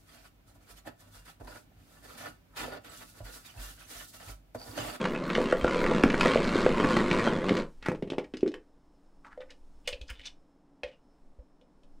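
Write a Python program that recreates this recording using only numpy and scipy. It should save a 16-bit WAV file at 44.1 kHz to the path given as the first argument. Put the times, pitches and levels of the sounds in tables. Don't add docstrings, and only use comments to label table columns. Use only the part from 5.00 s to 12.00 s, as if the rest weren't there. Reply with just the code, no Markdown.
import sys
import numpy as np
from scipy import signal
from scipy.fft import rfft, irfft
from scipy.io import wavfile
from scipy.ndimage import uniform_filter1d

SR = 44100
rng = np.random.default_rng(int(sys.argv[2]) if len(sys.argv) > 2 else 0)


def generate_wav(sig):
    pcm = np.round(np.clip(np.atleast_2d(sig).T, -1, 1) * 32767).astype(np.int16)
    wavfile.write(sys.argv[1], SR, pcm)


N = 308700


def amp(db):
    return 10 ** (np.asarray(db) / 20)


def evened(x):
    return x / np.sqrt(np.mean(x ** 2) + 1e-20)


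def noise():
    return rng.standard_normal(N)


def drift(samples):
    return evened(uniform_filter1d(uniform_filter1d(noise(), samples), samples))


def read(points, hz):
    point_hz, value = np.transpose(points)
    return np.interp(np.log(hz + 1), np.log(point_hz + 1), value)


def curve(rows):
    s, *columns = np.transpose(rows)
    return [np.interp(np.arange(N) / SR, s, column) for column in columns]


def add(mix, s, sound):
    part = mix[round(s * SR):][:len(sound)]
    part += sound[:len(part)]


def coloured(x, spectrum):
    hz = abs(np.fft.fftfreq(8192, 1 / SR))
    log_gain = np.log(amp(np.maximum(read(spectrum, hz), -100)))
    taps = np.fft.ifft(np.exp(np.conj(signal.hilbert(log_gain)))).real[:4096]
    return evened(signal.oaconvolve(x, taps)[:len(x)])


def sliding(x, hz, width_hz):
    turn = np.exp(2j * np.pi * np.cumsum(hz) / SR)
    r = np.exp(-np.pi * width_hz / SR)
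    return evened((turn * signal.lfilter([1 - r], [1, -r], x / turn)).real)


def ring(modes, colour_hz, octaves, damping=0.94, contact_cycles=0.13, spread=.012):
    hz, db, t60_s = np.transpose(modes)[:, :, None]
    t = np.arange(SR // 4) / SR
    db = db - 11.0 * (np.log2(hz / colour_hz) / octaves) ** 2 + 2 * rng.standard_normal(hz.shape)
    detune = 1 + spread * rng.standard_normal(hz.shape)
    phase = 2 * np.pi * hz * t * detune + 2 * rng.random(hz.shape)
    soft = (1 - np.exp(-t * colour_hz / contact_cycles)) ** 2
    sound = soft * (amp(db - 60 * t * damping / t60_s) * np.sin(phase)).sum(0)
    return sound / abs(sound).max()


# pitch_hz, level_db, t60_s (before damping)
PLASTIC_MODES = [(973, 9.5, 0.034), (1150, -1, 0.034), (1329, 5.5, 0.014), (1550, 5, 0.011),
                 (1910, 9.5, 0.014), (2180, 8, 0.01), (2586, 8.5, 0.012), (2995, 6.5, 0.016),
                 (3490, -0.5, 0.016), (3900, -4, 0.0033), (4230, -12, 0.0023), (5050, -6, 0.024),
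                 (5900, 2.5, 0.006)]


def contacts(shape, colour_hz, top_db, edge, noisy=1.0, octaves=0.64, grainy_db=6.5):
    grains_db = grainy_db * np.repeat(rng.standard_normal(len(shape) // 40 + 1), 40)[:len(shape)]
    burst = shape * amp(grains_db) * rng.standard_normal(len(shape))
    slope = [(.5 * edge * colour_hz, -36), (edge * colour_hz, -8), (colour_hz, 0),
             (1.45 * colour_hz, -9), (20000, top_db)]
    rung = signal.oaconvolve(burst, ring(PLASTIC_MODES, colour_hz, octaves))[:len(shape)]
    return noisy * coloured(burst, slope) + evened(rung)


def click(colour_hz, t60_s, top_db, edge):
    t = np.arange(SR // 4) / SR
    decay = amp(-60 * t / t60_s) + 1.6 * amp(-60 * t / 0.01)
    onset = 1 - np.exp(-t / 0.00056)
    sound = contacts(decay * onset, colour_hz, top_db, edge, noisy=1.4, grainy_db=4.0)
    return sound / abs(sound).max()


# pitch_hz, level_db_per_hz (relative)
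HUM_SPECTRUM = [(41, -65), (70, -24.5), (96, -18.5), (162, -6), (243, -9), (278, 0.5), (340, -10.5),
                (525, -14), (863, -16), (2340, -35.5), (5160, -41.5), (15600, -45.5)]
HUM_DB = -66
# pitch_hz, level_db
WHISTLES = [(5281, -88.5)]
# time_s, level_db
HANDLING_LEVEL = [(0.0, -47), (1.0, -38.5), (1.73, -36), (3.78, -59.5), (4.99, -50), (5.66, -65.5),
                  (6.28, -57.5), (6.58, -64), (6.99, -55)]
# pitch_hz, level_db_per_hz (relative)
SWAY_SPECTRUM = [(5, -6), (14, 16), (35, -4.5), (60, -2.5), (100, -44)]


def room_tone():
    tone = amp(HUM_DB) * coloured(noise(), HUM_SPECTRUM)
    t = np.arange(N) / SR
    for hz, db in WHISTLES:
        waver = evened(uniform_filter1d(noise(), 2500))
        tone += amp(db + 3.0 * waver) * np.sin(2 * np.pi * hz * t + 3.0 * waver)
    return tone + amp(curve(HANDLING_LEVEL)[0]) * coloured(noise(), SWAY_SPECTRUM)


# time_s, rumble_db, rattle_db (above the rumble), teeth_per_s (mean pace)
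CRANK = [(0.0, -30, -8.5, 75.7), (0.4, -30.5, -7, 68.4), (0.65, -28.5, 1.5, 84), (0.9, -25.5, -11, 87.6),
         (1.2, -27.5, -2.5, 93), (1.5, -28.5, -5, 119), (1.68, -27, -6, 102), (2.05, -26.5, -5.5, 113.6),
         (2.35, -28, -8.5, 100.3), (2.6, -32, -8, 81)]
# middle_s, dip_db (of the rattle)
SLACKS = [(0.197, -10), (0.588, -14.5), (0.76, -6), (1.09, -10.5), (1.422, -6), (1.75, -7), (2.047, -6),
          (2.369, -7)]
SLACK_S, RUMBLE_SHARE = 0.072, 0.61
BRAKE_S, BRAKE_DB_PER_S = 2.602, -370


def cranking():
    t = np.arange(N) / SR
    rumble_db, rattle_db, teeth_per_s = curve(CRANK)
    slack_db = sum(db * np.exp(-.5 * ((t - s) / SLACK_S) ** 2) for s, db in SLACKS)
    brake_db = BRAKE_DB_PER_S * np.maximum(t - BRAKE_S, 0)
    rumble_db = rumble_db + RUMBLE_SHARE * slack_db + brake_db
    rattle_db = rattle_db + (1 - RUMBLE_SHARE) * slack_db
    return rumble_db, rattle_db, teeth_per_s


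def gear_teeth(teeth_per_s):
    wander = .2 * evened(uniform_filter1d(noise(), 300)) + .04 * drift(1500)
    turns = np.floor(np.cumsum(teeth_per_s * np.clip(1 + wander, .2, 3)) / SR)
    return (np.diff(turns, prepend=0) > 0) * amp(3 * np.minimum(noise(), 1))


# pitch_hz, level_db, t60_s (before damping)
CLOSED_MODES = [(161, -7, 0.082), (188, -0.5, 0.089), (272, -8, 0.15), (309.5, 0, 0.07), (374, 0.5, 0.0943),
                (418, -3, 0.095), (493, -5.5, 0.16), (574, -5, 0.087), (720, 6.5, 0.028)]


def shaken_bowl(shake):
    patch = rng.integers(0, 6, N)
    bowl = np.zeros(N)
    for k, hz in enumerate(np.geomspace(190, 540, 6)):
        push = shake * (patch == k) * amp(4 * drift(1800))
        bowl += signal.oaconvolve(push, ring(CLOSED_MODES, hz, .65, damping=3, spread=.05))[:N]
    return bowl


def rattling_lid(rattle, rattle_db):
    lid = np.zeros(N)
    press = 1 + .015 * (np.clip(rattle_db, -15, 0) + 8)
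    for hz, _, t60_s in PLASTIC_MODES[:-2]:
        lid += sliding(rattle * amp(5 * drift(1300)), hz * (press + .04 * drift(1800)), 1.7 / t60_s)
    return lid


# pitch_hz, level_db_per_hz (relative)
RUMBLE_SPECTRUM = [(41, -43.5), (80, -15.5), (135, -1), (190, 6.5), (444, -4), (504, 2), (821, -21),
                   (982, -5), (1500, -15), (2300, -24.5), (4000, -62)]
# pitch_hz, level_db_per_hz (relative)
RATTLE_SPECTRUM = [(410, -25.5), (700, -4), (829, -7), (981, -4), (1630, -7.5), (2140, -6.5), (3300, -13.5),
                   (4500, -17), (5300, -19.5), (7550, -20), (15600, -37)]


def spinner():
    rumble_db, rattle_db, teeth_per_s = cranking()
    teeth = gear_teeth(teeth_per_s)
    bounce = amp(-60 * np.arange(1500) / SR / .016)
    chatter = signal.oaconvolve(teeth, bounce)[:N]
    rattle = (evened(chatter) + 0.68) * noise()
    shake = evened(teeth) + 1.25 * noise()
    rumble = .7 * evened(shaken_bowl(shake)) + coloured(shake, RUMBLE_SPECTRUM)
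    bright = 1.24 * evened(rattle) + 0.9 * evened(rattling_lid(rattle, rattle_db))
    return amp(rumble_db) * (evened(rumble) + amp(rattle_db) * coloured(bright, RATTLE_SPECTRUM))


# start_s, level_db, colour_hz
CLACKS = [(0.0527, -18.5, 1530), (0.1497, -25, 1340), (0.301, -19.5, 1620), (0.3503, -18, 2208),
          (0.5242, -15, 1450), (0.6452, -15, 1390), (0.6778, -18.5, 1352), (0.841, -20, 1980),
          (0.8628, -14.5, 1745), (1.036, -10, 1588), (1.101, -21, 2180), (1.1427, -15.5, 1443),
          (1.209, -10.5, 1900), (1.257, -13.5, 1506), (1.6635, -16.5, 1347), (1.7996, -17.5, 2000),
          (1.844, -17.5, 1374), (1.9666, -13, 1390), (2.1124, -14.5, 2080), (2.1386, -20.5, 1391),
          (2.2752, -19, 1450), (2.4928, -16.5, 2410), (2.569, -25, 2883)]


def clacks():
    out = np.zeros(N)
    for s, db, hz in CLACKS:
        add(out, s, amp(db) * click(hz, 0.027, -22.5 + 1.1 * db, 0.31))
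        add(out, s, amp(db - 10.5) * ring(PLASTIC_MODES, hz, 0.26, damping=3.0, spread=.04))
    return out


# middle_s, level_db
SWISHES = [(0.122, -53), (0.285, -52), (0.427, -53), (0.59, -51), (0.828, -50), (1.055, -58.5),
           (1.90, -56.5), (2.55, -58)]
# pitch_hz, level_db_per_hz (relative)
SWISH_SPECTRUM = [(5000, -27), (9000, -12.5), (14000, -3)]
SWISH_S = .017


def swishes():
    t = np.arange(N) / SR
    shape = sum(amp(db) * np.exp(-.5 * ((t - s) / SWISH_S) ** 2) for s, db in SWISHES)
    return shape * coloured(noise(), SWISH_SPECTRUM)


# start_s, level_db, colour_hz
KNOCKS = [(0.381, -12.5, 493), (0.401, -20, 404), (0.527, -9, 466), (0.645, -8, 462), (0.76, -18, 522),
          (0.916, -12, 470), (1.037, -6.5, 263.2), (1.058, -12, 265), (1.14, -15.5, 303),
          (1.256, -11.5, 517), (1.3581, -8.5, 561), (1.556, -11.5, 380), (1.663, -7.5, 517),
          (1.8, -13.5, 343), (1.845, -13, 246), (1.965, -18.5, 213.5), (2.113, -16, 170.7),
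          (2.273, -11.5, 542.4), (2.508, -12.5, 302.5), (2.518, -11, 275.5)]


def knocks():
    out = np.zeros(N)
    for s, db, hz in KNOCKS:
        add(out, s, amp(db) * ring(CLOSED_MODES, hz, 0.43, damping=5.7, contact_cycles=0.49))
    return out


# start_s, level_db
BUMPS = [(0.629, -26.5), (1.032, -28), (4.93, -40.5), (5.012, -36.5), (5.103, -36), (5.19, -47),
         (5.839, -47), (6.386, -41.5)]
BUMP_HZ = 52.1


def bumps():
    out = np.zeros(N)
    turns = np.arange(SR // 8) / SR * BUMP_HZ
    bump = np.e * 2 * turns * np.exp(-2 * turns) * np.sin(2 * np.pi * turns)
    for s, db in BUMPS:
        add(out, s, amp(db) * bump)
    return out


# start_s, click_db, click_hz, thud_db, thud_hz
LID = [(2.8252, -36, 2570, -50, 197), (2.849, -43, 1980, -46, 150), (2.8599, -25, 1480, -36, 280),
       (2.885, -19.5, 1470, -14, 215), (2.9166, -34, 1840, -23, 398), (2.9488, -39.5, 2600, -30, 327),
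       (3.024, -37.5, 2330, -22, 238), (3.0739, -49, 2700, -31.5, 210), (3.101, -31, 3770, -28.5, 312),
       (3.12, -35.5, 2630, -22, 353), (3.134, -43.5, 2880, -28.5, 417), (3.1822, -30.5, 2400, -18, 373),
       (3.2411, -46.5, 2390, -48, 374), (3.3379, -36.5, 2490, -26.5, 312), (3.37, -33.5, 4340, -36.5, 296),
       (3.4072, -42.5, 4450, -69, 335), (3.4296, -40.5, 2180, -11.5, 340), (3.461, -36.5, 2000, -23, 350),
       (3.477, -34, 3900, -23.5, 327), (3.5176, -43.5, 3520, -40, 320), (3.5403, -31, 2180, -36, 437)]
LID_T60_S, LID_TREBLE_DB, LOOSE_S = 0.065, -29, 3.3
HELD, LOOSE = (1, 1.73, 0.13), (0.36, 1.17, 0.35)


def lid_blows():
    out = np.zeros(N)
    for s, click_db, click_hz, thud_db, thud_hz in LID:
        thud = ring(CLOSED_MODES, thud_hz, *(LOOSE if s > LOOSE_S else HELD))
        add(out, s, amp(click_db) * click(click_hz, LID_T60_S, LID_TREBLE_DB, 0.14))
        add(out, s, amp(thud_db) * thud)
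    return out


# middle_s, level_db, colour_hz, sigma_s
SCRAPES = [(2.874, -49.5, 1870, 0.025), (4.266, -54, 1290, 0.013), (4.325, -58, 1450, 0.012),
           (4.418, -55, 1740, 0.008), (4.508, -62, 2000, 0.012), (4.866, -61, 2900, 0.01),
           (5.094, -57.5, 4500, 0.011), (5.105, -47.5, 1910, 0.0088), (5.184, -65.5, 3200, 0.055),
           (5.217, -56, 3520, 0.0034), (5.244, -55, 2850, 0.007), (5.267, -45, 3730, 0.0092),
           (5.282, -53, 2600, 0.0037), (5.264, -51.5, 5900, 0.0085), (5.876, -60, 2750, 0.018),
           (5.929, -68, 2930, 0.019)]


def scrapes():
    out = np.zeros(N)
    t = np.arange(-SR // 5, SR // 5) / SR
    for s, db, hz, sigma_s in SCRAPES:
        shape = np.exp(-.5 * (t / sigma_s) ** 2)
        scrape = contacts(shape, hz, -36, .66, noisy=.7, octaves=.38, grainy_db=4.5)
        add(out, s + t[0], amp(db) * np.sqrt(np.mean(shape ** 2)) * scrape)
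    return out


# start_s, click_db, click_hz, thud_db, treble_db (of the click)
BASKET = [(4.247, -41, 1320, -83, -52), (4.3755, -55, 1790, -36, -37), (4.4046, -47.5, 3000, -42, -55),
          (4.504, -42, 3460, -54.5, -35), (4.875, -18, 3100, -32.5, -23.5),
          (4.927, -29.5, 2670, -36.5, -49), (5.012, -36, 3130, -49, -30), (5.0996, -31.5, 2600, -54.5, -11),
          (5.194, -38.5, 2340, -62, -29), (5.8333, -28, 2320, -31.5, -43), (6.389, -73, 1730, -53, -34),
          (6.613, -55, 3190, -59, -34), (6.8327, -56, 3260, -63, -29)]
# pitch_hz, level_db, t60_s (before damping)
OPEN_MODES = [(509.3, 0, 0.1), (574, -9.5, 0.23), (430, 3.5, 0.027), (653, 10.5, 0.018)]
BASKET_T60_S, BASKET_DAMPING = 0.065, 1.76


def basket_touches():
    out = np.zeros(N)
    for s, click_db, click_hz, thud_db, treble_db in BASKET:
        thud = ring(OPEN_MODES, OPEN_MODES[0][0], .7, BASKET_DAMPING, contact_cycles=1.1)
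        add(out, s, amp(click_db) * click(click_hz, BASKET_T60_S, treble_db, 0.71))
        add(out, s, amp(thud_db) * thud)
    return out


# pitch_hz, t60_s
KITCHEN_DECAY = [(200, 0.32), (700, 0.29), (3000, 0.16), (12000, 0.18)]


def kitchen(x):
    taps = np.zeros(SR // 2)
    at = np.arange(150, SR // 2 - 20, 20)
    taps[at + rng.integers(0, 20, len(at))] = rng.choice([-1., 1.], len(at))
    hz, t, bands = signal.stft(taps, SR, nperseg=256)
    fade = 1 / (1 + np.exp((t - .12) / 0.02))
    decay = amp(-60 * t / read(KITCHEN_DECAY, hz)[:, None])
    tail = signal.istft(bands * fade * decay, SR, nperseg=256)[1]
    return signal.oaconvolve(x, tail / np.linalg.norm(tail))[:N]


def scene():
    near = spinner() + clacks() + swishes() + knocks() + lid_blows() + scrapes() + basket_touches()
    near = signal.sosfilt(signal.butter(3, 105.0, "high", fs=SR, output="sos"), near)
    mono = near + amp(-8.0) * kitchen(near) + bumps() + room_tone()
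    return np.array([mono, mono])


# pitch_hz, gain_db
MICROPHONE = [(5000, 0.5), (9500, -2.5), (11000, -11), (16000, -12)]
EDGE_HZ = 15800


def record(dry):
    hz = np.fft.rfftfreq(N, 1 / SR)
    dulled = irfft(rfft(dry) * amp(read(MICROPHONE, hz)), N)
    low_pass = signal.firwin(511, EDGE_HZ, window=("kaiser", 9), fs=SR)
    return signal.oaconvolve(dulled, low_pass[None], "same")


dry = scene()
out = record(dry)
generate_wav(out)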